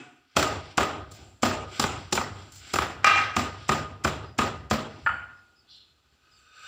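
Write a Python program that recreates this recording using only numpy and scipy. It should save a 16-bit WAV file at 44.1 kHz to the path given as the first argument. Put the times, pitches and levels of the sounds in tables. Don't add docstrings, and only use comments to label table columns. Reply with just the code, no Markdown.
import sys
import numpy as np
from scipy import signal
from scipy.fft import rfft, irfft
from scipy.io import wavfile
from scipy.ndimage import uniform_filter1d

SR = 44100
rng = np.random.default_rng(int(sys.argv[2]) if len(sys.argv) > 2 else 0)


def elevation(decibels):
    levels = np.asarray(decibels, float)
    return 10 ** (levels / 20)


def to_wav(s):
    ch = np.atleast_2d(s).T
    pcm = np.round(np.clip(ch, -1, 1) * 32767)
    wavfile.write(sys.argv[1], SR, pcm.astype(np.int16))


N = 294265


def at_hz(points, hz):
    table = np.array(points)
    return np.interp(np.log(hz + 1), np.log(table[:, 0]), table[:, 1])


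def band(x, low_hz, high_hz, order=2):
    return signal.sosfilt(signal.butter(order, [low_hz, high_hz], "band", fs=SR, output="sos"), x)


def colour(x, points, peaks=()):
    hz = np.linspace(0, SR / 2, 4097)
    db = at_hz(points, hz)
    for f, width, top_db in peaks:
        db = db + top_db / (1 + (2 * (hz - f) / width) ** 2)
    cepstrum = irfft(db * np.log(10) / 20)
    cepstrum[1:4096] *= 2
    cepstrum[4097:] = 0
    return signal.oaconvolve(x, irfft(np.exp(rfft(cepstrum))))[:N]


def ring(x, hz, t60):
    r = elevation(-60 / (t60 * SR))
    w = 2 * np.pi * hz / SR
    return signal.lfilter([0, np.sin(w)], [1, -2 * r * np.cos(w), r * r], x + 1e-18)


def drift(rate):
    r = np.exp(-2 * np.pi * rate / SR)
    slow = signal.lfilter([1], [1, -2 * r, r * r], rng.standard_normal(N + SR))[SR:]
    return slow / slow.std()


COLOUR_HZ = (170, 520, 1300, 2700, 6000)


def tilt(row, hz, top_db):
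    s, knock_db, thud, body, splash = row
    crack = -8 + 0.49 * splash
    levels = (thud, body, 0, crack, splash, splash + top_db)
    return knock_db + at_hz(list(zip(COLOUR_HZ + (14000,), levels)), hz)


def crush(rise_s, fall_s, lead_db):
    t = np.arange(-600, 1800) / SR
    shape = np.where(t > 0, (1 - np.exp(-t / rise_s)) * np.exp(-t / fall_s), 0)
    shape = shape / shape.max() + elevation(lead_db) * np.exp(-np.abs(t) / 0.014)
    roughness = elevation(0.59 * rng.standard_normal(len(t)))
    return shape * rng.standard_normal((2, len(t))) * roughness


def contacts(rows, rise_s, fall_s, lead_db, top_db):
    out = np.zeros(N + 2400)
    edges = 50 * 2.0 ** np.arange(0, 8.5, .7)
    grits = np.array([crush(rise_s, fall_s, lead_db) for row in rows])
    for k, (low, high) in enumerate(zip(edges, edges[1:])):
        hz = np.sqrt(low * high)
        direct_db = -1.1 * max(np.log2(hz / 1500), 0)
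        for row, part in zip(rows, band(grits[:, k % 2], low, high)):
            i = round(row[0] * SR)
            level = elevation(tilt(row, hz, top_db) + direct_db)
            out[i:i + len(part)] += part / np.abs(part).max() * level
    return out[600:N + 600]


# (time [s], knock level [dB], thud, body and splash [dB against the knock])
BLOWS = [(0.3663, -12, -14.5, -3, 3), (0.778, -11.5, -17, -5, -4.5), (1.4304, -14, -13.5, -1.5, 2),
         (1.7955, -21.5, -14, 0.5, 10), (2.125, -26, -6, 3, 15), (2.7363, -24, -16.5, -3, 7.5),
         (3.3645, -15.5, -16, -9.5, -1.5), (3.6908, -13, -13, -7, -2.5), (4.0466, -16.5, -13.5, -7, -2.5),
         (4.3868, -15, -13, -7, -3), (4.7097, -17.5, -10.5, -4, -1)]


def push():
    push_s, push_db = 0.0022, -1.5
    out = np.zeros(N)
    shape = np.sin(2 * np.pi * np.arange(0, 1, 1 / (2 * push_s * SR)))
    for s, knock_db, thud, body, splash in BLOWS:
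        i = round(s * SR)
        out[i:i + len(shape)] = elevation(knock_db + body + push_db) * shape
    return out


# (frequency [Hz], level [dB], t60 [s])
RINGS = [(92, -35.5, 0.94), (149.1, -20.5, 0.69), (222.2, -19, 0.35), (249.4, -18, 0.31),
         (307, -28.5, 0.24), (374.5, -16.5, 0.12), (558, -28.5, 0.27), (628, -24, 0.62), (842, -30, .3),
         (770, -32.5, 0.35), (1226, -33.5, 0.8), (1238, -35.5, 0.73)]


def rings(hits):
    return sum(elevation(db - 32.0) * ring(hits, hz, t60) for hz, db, t60 in RINGS)


# (delay [s], level [dB])
ECHOES = [(0.009, -24), (.027, -11)]


def echoes(x):
    return sum(elevation(db) * np.roll(x, round(lag_s * SR)) for lag_s, db in ECHOES)


# (frequency [Hz], t60 [s])
KITCHEN_T60 = [(70, 0.46), (200, 0.57), (600, 0.5), (1300, 0.46), (2700, 0.41), (6000, 0.36), (11000, 0.15),
               (15000, 0.23)]
# (frequency [Hz], level [dB])
KITCHEN = [(60, -8), (150, 6.5), (500, 1), (1300, -4.5), (2700, 0.5), (6000, -5.5), (11000, -2),
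           (16000, 0.5)]


def kitchen(times, level_db, build_s, linger):
    white = rng.standard_normal((2, N))
    edges = 32 * 2.0 ** np.arange(0, 9.2, .5)
    out = np.zeros(N)
    quick = np.exp(-1 / (build_s * SR))
    patches = [elevation(2.0 * drift(16.0)) for k in range(3)]
    struck_at = np.round(np.array(times) * SR).astype(int)
    for k, (low, high) in enumerate(zip(edges, edges[1:])):
        hz = np.sqrt(low * high)
        struck = np.full(N, 1e-18)
        struck[struck_at] = elevation(2 * level_db(hz))
        near, far = np.roll(struck, round(0.011 * SR)), np.roll(struck, round(0.019 * SR))
        struck = 0.29 * struck + 0.2 * near + 0.35 * far
        slow = elevation(-120 / (linger * at_hz(KITCHEN_T60, hz) * SR))
        energy = signal.lfilter([1 - quick], np.convolve([1, -quick], [1, -slow]), struck)
        noise = band(white[k % 2], low, high)
        out += noise / noise.std() * np.sqrt(energy) * patches[k % 3] * elevation(at_hz(KITCHEN, hz))
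    return out


# (frequency [Hz], level [dB])
MICROPHONE = [(30, -28), (70, -10), (1050, -0.5), (1250, 1), (1650, -0.5), (2200, -0.5), (2500, 2.5),
              (5800, -4), (6600, -3), (7200, 3.5), (8300, -9), (12800, -25), (15000, -3.5), (16000, -17.5)]


def microphone(x):
    return colour(x, MICROPHONE)


# (time [s], knock level [dB], thud, body and splash [dB against the knock])
BOUNCES = [(0.4261, -12, -34, -8.5, 0), (0.4675, -21.5, -23, -2, -22.5), (0.8298, -18.5, -16.5, -14, -4),
           (1.5116, -16, -32, -38, -32), (1.8393, -10.5, -14.5, -11, -7), (2.1756, -9, -19.5, -11.5, -18),
           (2.2117, -20.5, -13, -7, -14), (2.158, -27, -19, -10, -3), (1.463, -27, -19, -12.5, 0),
           (2.82, -17.5, -22, -9, -6.5), (3.2, -24, -17, -8.5, -19), (2.757, -14.5, -16, -11, -4),
           (2.786, -7.5, -16, -13.5, -7.5)]
# (time [s], knock level [dB], splash [dB against the knock])
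TICKS = [
    (1.113, -64.5, 26.5),
    (1.118, -58, 25.5),
    (2.112, -68.5, 30),
    (2.5207, -63, 31.5),
    (2.558, -65, 33),
    (3.625, -77.5, 26),
]


def pounding():
    ticks = [(s, db, 0, 0, splash) for s, db, splash in TICKS]
    blows = contacts(BLOWS, 0.0035, .004, -34.5, -10.5)
    bounces = elevation(-5.5) * contacts(list(BOUNCES) + ticks, 0.0003, 0.005, -55.0, -1.1)
    rows = list(BLOWS) + list(BOUNCES) + ticks
    wet_db = np.repeat([-12, -19, -13], [len(BLOWS), len(BOUNCES), len(TICKS)])

    def room_level(hz):
        return np.array([tilt(r, hz, -7.0) for r in rows]) + wet_db

    room = kitchen([r[0] for r in rows], room_level, 0.002, 1.232)
    direct = blows + push() + bounces + rings(blows) + echoes(blows)
    return microphone(elevation(5.0) * direct + room)


# (start [s], level [dB])
CRACKLE = [(0.3634, -20), (0.773, -26), (1.422, -30), (1.795, -21), (2.1227, -26), (2.731, -35),
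           (3.357, -35), (3.68, -35.5), (4.0383, -28.5), (4.38, -30.5), (4.7, -34)]
# (frequency [Hz], level [dB per Hz])
CRACKLE_COLOUR = [(800, -15.5), (2000, -0.5), (4000, -7.5), (6000, -1.5), (7300, 4.5), (8800, -15),
                  (12000, -26.5), (15000, -17)]


def crackle():
    grains = colour(rng.standard_normal(N) * elevation(2.0 * drift(400.0)), CRACKLE_COLOUR)
    level = np.zeros(N)
    for (start, db), blow in zip(CRACKLE, BLOWS):
        i, j = round(start * SR), round((blow[0] + 0.0025) * SR)
        level[i:j] = elevation(db + 8.0 * np.linspace(-1, .5, j - i))
    return uniform_filter1d(level, size=30) * grains / grains.std()


def stone_knock(rows, points, peaks, modes, rise_s, gain_db, room_db, echo_db, linger):
    hits = np.zeros(N)
    soft = signal.butter(2, 5000, fs=SR, output="sos")
    for k, (s, db) in enumerate(rows):
        i = round(s * SR) - 600
        grit = crush(rise_s, .003, -38)[0]
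        if k:
            grit = signal.sosfilt(soft, grit)
        hits[i:i + 2400] += elevation(db) * grit
    bowl = sum(elevation(db) * ring(hits, hz, t60) for hz, db, t60 in modes)

    def room_level(hz):
        return np.array(rows)[:, 1] + room_db + 10 * np.log10(hz / SR)

    room = kitchen([r[0] for r in rows], room_level, 0.0028, linger)
    knock = colour(hits + elevation(echo_db) * echoes(hits) + room, points, peaks)
    return elevation(gain_db) * (knock + elevation(-16.5) * colour(bowl, points))


# (time [s], level [dB])
BARE = [
    (3.044, 5.5),
    (3.0724, -5),
    (3.1068, -17),
    (3.135, -16),
    (3.158, -11.5),
    (3.19, -10),
]
# (frequency [Hz], level [dB])
BARE_COLOUR = [(41, -49.5), (70, -29.5), (92, -10), (166, -35), (541, -21), (797, -12.5), (977, -14.5),
               (1250, -3), (1370, -8), (2430, -11), (3040, -16), (4000, -18.5), (7390, -21.5),
               (9490, -42.5), (13000, -54), (15000, -42), (16000, -48)]
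# (frequency [Hz], width [Hz], level [dB])
BARE_PEAKS = [(807, 30, 2), (1170, 57, 4), (1265, 80, 2), (1294, 40, 1), (1590, 99, 6.5), (1907, 25, 0.5),
              (2050, 16.7, 5.5), (2400, 53, 10.5), (2760, 77, 9.5), (3220, 40, 5.5), (3990, 30, 7)]
# (frequency [Hz], level [dB], t60 [s])
BARE_MODES = [(815, -32.5, 0.44), (1170, -26.5, 0.19), (1220, -31, 0.43), (1265, -30.5, 0.39),
              (1570, -26, .3), (1925, -33.5, .6), (2010, -34, .6), (2385, -25, 0.52), (2440, -31, 0.35),
              (2717, -32.5, .5), (2804, -32, .5), (3187, -33, 0.68), (4026, -29.5, .45), (4200, -30, .25)]


def bare_blow():
    return stone_knock(BARE, BARE_COLOUR, BARE_PEAKS, BARE_MODES, 0.0009, 8.04, -8.0, -1.0, 1.426)


# (time [s], level [dB])
LAID = [
    (5.062, -9.5),
    (5.0648, -11),
    (5.07, -11),
    (5.0738, -16.5),
    (5.091, -13.5),
]
# (frequency [Hz], level [dB])
LAID_COLOUR = [(59, -25.5), (140, -23), (389, -26), (433, -29), (524, -16.5), (1060, -7), (1280, -2),
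               (2690, -14.5), (2990, -20.5), (4020, -35.5), (4470, -28.5), (6560, -53.5), (7450, -41.5),
               (9410, -66), (16000, -62)]
# (frequency [Hz], width [Hz], level [dB])
LAID_PEAKS = [(1403, 77, 12), (1546, 160, 7), (1750, 85, 9), (2995, 74, 12.5), (4540, 220, 6),
              (5700, 66, -13)]
# (frequency [Hz], level [dB], t60 [s])
LAID_MODES = [(925, -24, .18), (1317, -26, 0.31), (1431, -33.5, 0.72), (1533, -40, .45), (1700, -39, .3),
              (1886, -38.5, 0.2), (2471, -33, 0.18), (2936, -29, 0.47), (4527, -35, 0.79)]


def pestle_laid_down():
    return stone_knock(LAID, LAID_COLOUR, LAID_PEAKS, LAID_MODES, 0.00067, 5.6, -13.5, -2.0, 1.28)


def rustle(level, points, grain_db, peaks=()):
    grains = colour(rng.standard_normal(N) * elevation(grain_db * drift(60.0)), points, peaks)
    return level * grains / grains.std()


# (time [s], level [dB])
RUMBLE = [(0.369, -33.5), (0.78, -39.5), (0.98, -42.5), (1.209, -49.5), (1.435, -35.5), (1.8, -35),
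          (2.13, -38), (2.3, -42.5), (2.548, -52.5), (2.74, -37), (3.12, -41.5), (3.37, -37), (3.695, -36),
          (4.05, -35.5), (4.39, -36), (4.714, -38), (5.02, -43.5)]
# (frequency [Hz], level [dB per Hz])
RUMBLE_COLOUR = [(15, -50), (25, -32), (52, -5.5), (81, 5), (146, -5), (179, -17), (200, -16), (260, -36),
                 (440, -120)]
# (frequency [Hz], width [Hz], level [dB])
RUMBLE_PEAKS = [(70.5, 5.6, 1.5), (98.14, 3.7, 15)]


def shaking():
    rise_s, fall_s, lasts_s, before_s, still_s = .02, 0.53, 0.3, 0.048, 0.11
    t = np.arange(0, N + 32, 32) / SR
    level = 1e-9
    for (s, db), (next_s, next_db) in zip(RUMBLE, list(RUMBLE[1:]) + [(9, 0)]):
        ending = np.maximum(t - min(next_s - before_s, s + lasts_s), 0)
        fall_db = 20 * np.maximum(t - s, 0) / fall_s + 20 * ending / still_s
        level = level + (t > s) * elevation(db - fall_db)
    level = np.interp(np.arange(N) / SR, t, level)
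    size = round(rise_s * SR)
    return uniform_filter1d(uniform_filter1d(level, size=size), size=size)


def floor():
    return rustle(shaking(), RUMBLE_COLOUR, 0.25, RUMBLE_PEAKS)


def swells(rows):
    t = np.arange(0, N + 32, 32) / SR
    level = 0
    for s, db, rise_s, fall_s in rows:
        rise_db = 20 * (np.maximum(s - t, 0) / rise_s) ** 2
        fall_db = 20 * np.maximum(t - s, 0) / fall_s
        level = level + elevation(db - rise_db - fall_db)
    return np.interp(np.arange(N) / SR, t, level)


# (peak time [s], peak level [dB], rise [s], fall [s])
FADING = [
    (0.0, -44, .01, 0.21),
]
# (frequency [Hz], level [dB per Hz])
FADING_COLOUR = [(71, -59), (120, -2), (199, -20.5), (266, -3), (417, -11), (491, -18.5), (705, -16.5),
                 (976, -16), (1430, -10.5), (2050, -15.5), (2500, -10.5), (4370, -27.5), (6620, -28),
                 (7380, -23), (9000, -40), (11700, -79.5), (19800, -120)]
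# (frequency [Hz], width [Hz], level [dB])
FADING_PEAKS = [(720, 20, 20), (1460, 18.4, 18), (2590, 30, 10)]


def fading_pan():
    return rustle(swells(FADING), FADING_COLOUR, 0.6, FADING_PEAKS)


# (peak time [s], peak level [dB], rise [s], fall [s])
FIBRES = [
    (0.72, -51.5, 0.47, 0.078),
    (1.218, -55, 0.19, 0.18),
    (1.78, -44, 0.12, 0.11),
    (2.02, -50, 0.3, 0.33),
    (2.44, -54, 0.27, 0.22),
    (2.72, -46, 0.16, 0.059),
    (3.62, -50.5, 0.1, 0.36),
    (5.04, -56, 0.26, 0.035),
]
# (frequency [Hz], level [dB per Hz])
FIBRES_COLOUR = [(880, -24), (1500, 1), (1910, -10.5), (2040, -2.5), (2570, -3), (3160, -2.5), (3410, -4.5),
                 (4830, -5.5), (6070, -11), (6510, -43), (6800, -11), (8840, -26), (15000, -120)]


def fibres():
    return rustle(swells(FIBRES), FIBRES_COLOUR, 0.9)


# (peak time [s], peak level [dB], rise [s], fall [s])
SPRINKLE = [(1.116, -50.5, 0.0076, 0.017), (1.3, -63.5, 0.24, 0.2), (1.78, -51, 0.11, 0.033),
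            (2.0, -63.5, .05, 0.25), (2.52, -67, 0.0056, 0.071), (2.36, -61.5, 0.061, 0.83),
            (2.72, -53.5, 0.11, 0.042), (3.52, -68.5, .05, 0.083), (5.066, -58.5, 0.026, 0.18),
            (5.774, -71, 0.069, 0.046), (6.385, -67.5, .1, 0.31), (6.66, -58.5, 0.13, .1)]
# (frequency [Hz], level [dB per Hz])
SPRINKLE_COLOUR = [(3880, -38), (6600, -3.5), (6900, -6), (7320, 9), (9600, -29), (10900, -23),
                   (11900, -24.5), (13400, -25), (14000, -29), (14900, -15), (16000, -30)]


def sprinkle():
    return rustle(swells(SPRINKLE), SPRINKLE_COLOUR, 1.6)


# (peak time [s], peak level [dB], rise [s], fall [s])
FIZZ = [
    (1.797, -63, .003, .06),
    (2.127, -60, .003, .06),
    (2.735, -50.5, .003, .14),
    (2.762, -55, .004, 0.12),
    (4.05, -56, 0.0032, .08),
]
# (frequency [Hz], level [dB per Hz])
FIZZ_COLOUR = [(7000, -29.5), (8800, 0), (11000, -5), (13500, -6), (16500, -8)]


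def fizz():
    return rustle(swells(FIZZ), FIZZ_COLOUR, 2.0)


# (peak time [s], peak level [dB], rise [s], fall [s])
SHUFFLE = [
    (1.12, -56, 0.025, 0.034),
    (1.202, -53.5, 0.039, 0.25),
    (2.43, -58, 0.038, 0.088),
    (2.72, -60.5, 0.17, 0.028),
    (5.67, -76, .4, .02),
]
# (frequency [Hz], level [dB per Hz])
SHUFFLE_COLOUR = [(110, -25.5), (180, -1.5), (351, 1), (497, -5.5), (763, 1), (1080, -14), (1200, -9.5),
                  (1560, -39.5), (2640, -120)]


def shuffle():
    return rustle(swells(SHUFFLE), SHUFFLE_COLOUR, 1.5)


# (peak time [s], peak level [dB], rise [s], fall [s])
PULL_START = [
    (5.702, -54, 0.017, .1),
    (5.735, -60, 0.03, 0.12),
]
# (frequency [Hz], level [dB per Hz])
PULL_START_COLOUR = [(3600, -43), (4300, 7), (4900, 2), (5200, -8), (5700, -1), (6300, -41)]
# (peak time [s], peak level [dB], rise [s], fall [s])
PULL = [
    (5.7, -68, 0.019, 0.22),
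    (5.76, -51, 0.084, .19),
]
# (frequency [Hz], level [dB per Hz])
PULL_COLOUR = [(1290, -61), (2200, -27.5), (2610, -27), (2680, -7), (3620, 2.5), (4150, 3), (4360, 3),
               (4500, -28), (5200, -8), (6760, -46), (11400, -120)]
# (frequency [Hz], width [Hz], level [dB])
PULL_PEAKS = [(2930, 90, 6), (3480, 90, 10), (4000, 80, 5), (4160, 80, 7)]


def pull():
    tug = rustle(swells(PULL_START), PULL_START_COLOUR, 2.2)
    return tug + rustle(swells(PULL), PULL_COLOUR, 1.7, PULL_PEAKS)


# (peak time [s], peak level [dB], rise [s], fall [s])
SLIDE = [
    (6.28, -66, 0.098, 0.24),
    (6.47, -64.5, 0.18, 0.041),
    (6.67, -47, 0.19, 0.091),
]
# (frequency [Hz], level [dB per Hz])
SLIDE_COLOUR = [(200, -62), (450, -4.5), (1050, -11.5), (1250, 0), (1550, 11), (1900, -5), (2600, 6),
                (3300, -3), (4500, 1.5), (6000, -10), (6800, -38)]
# (frequency [Hz], width [Hz], level [dB])
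SLIDE_PEAKS = [(1250, 134, 12.5), (1487, 54, 7.5), (2530, 110, 6), (2888, 53, 11.5), (3630, 75, 16),
               (4320, 58, 6), (5060, 56, -3), (5900, 190, 12)]


def slide():
    return rustle(swells(SLIDE), SLIDE_COLOUR, 0.57, SLIDE_PEAKS)


# (time [s], level [dB], pitch [Hz])
CHIRPS = [
    (4.255, -62, 4940),
    (5.355, -75, 5020),
    (5.556, -68.5, 5060),
    (5.575, -70, 4580),
    (6.308, -66, 4980),
    (6.331, -64, 4570),
]


def bird():
    out = np.zeros(N)
    t = np.arange(5000) / SR
    shape = np.minimum(t / 0.0063, 1) * elevation(-60 * np.maximum(t - .04, 0) / 0.27)
    for s, db, hz in CHIRPS:
        note = band(rng.standard_normal(len(t)), hz - 70, hz + 70)
        i = round(s * SR)
        out[i:i + len(t)] += elevation(db) * note / note.std() * shape
    return out


# (frequency [Hz], level [dB per Hz])
HUSH = [(25, -3), (70, 9.5), (200, -12), (400, -17), (900, -22.5), (1400, -19.5), (2200, -24.5),
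        (4300, -21), (7000, -27), (10000, -28), (16000, -32.5)]


def hush():
    peaks = [(1230, 45, 2.8), (1490, 55, 7.0), (2580, 110, 5.7), (4400, 200, 2.91)]   # Hz, width Hz, dB
    air = microphone(colour(rng.standard_normal(N), HUSH, peaks))
    held_db = -6.5 * (np.arange(N) / SR < 0.37)
    return elevation(-66.5 + held_db + 1.0 * drift(4.0)) * air / air.std()


# (frequency [Hz], level [dB per Hz])
HISS = [(2000, -18), (6600, -2), (9000, -2.5), (12500, 0.5), (16000, -1.5)]


def hiss():
    noise = colour(rng.standard_normal(N), HISS)
    return elevation(-85) * noise / noise.std()


def scene():
    stone = pounding() + crackle() + bare_blow() + pestle_laid_down() + floor()
    handling = fading_pan() + fibres() + sprinkle() + fizz() + shuffle() + pull() + slide()
    return (stone + handling + bird() + hush())[None]


def standing_waves():
    pitches, depths = rng.uniform(900, 9000, 90), 1.2 * rng.standard_normal(90)
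    return [(hz, 45, db) for hz, db in zip(pitches, depths) if hz > 1700]


# (frequency [Hz], width [Hz], level [dB])
CASE = [(267, 180, 4.5), (396, 75, 4), (780, 150, 3.5), (1247, 67, 7), (1510, 35, 2), (2250, 140, -1.5),
        (2420, 120, 0.5), (3320, 97, 3.5), (4350, 52, -1.5), (5080, 170, 2.5), (5930, 200, 1.5),
        (6670, 250, -10), (11180, 870, 8.5)]


def phone_case(x):
    edge = [(20, -1.5), (15500, 0.5), (15900, -16.5), (17000, -36)]   # Hz, dB
    return colour(x, edge, CASE + standing_waves())


def band_limit(x):
    return signal.sosfilt(signal.butter(12, 16820, fs=SR, output="sos"), x)


def record(dry):
    heard = phone_case(dry[0]) + band(hiss(), 300, 15700, order=4)
    level_db = 10 * np.log10(uniform_filter1d(heard ** 2, size=220) + 1e-12)
    fall = 250 * np.arange(N) / SR
    held_db = np.maximum.accumulate(level_db + fall) - fall
    cut_db = uniform_filter1d(-.45 * np.maximum(held_db + 19.5, 0), size=130)
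    gate_db = np.clip(0.44 * (uniform_filter1d(level_db, size=1800) + 63.5), -5, 0)
    mix = (heard * elevation(cut_db + gate_db - 1.0))[None]
    return band_limit(mix)


dry = scene()
out = record(dry)
to_wav(out)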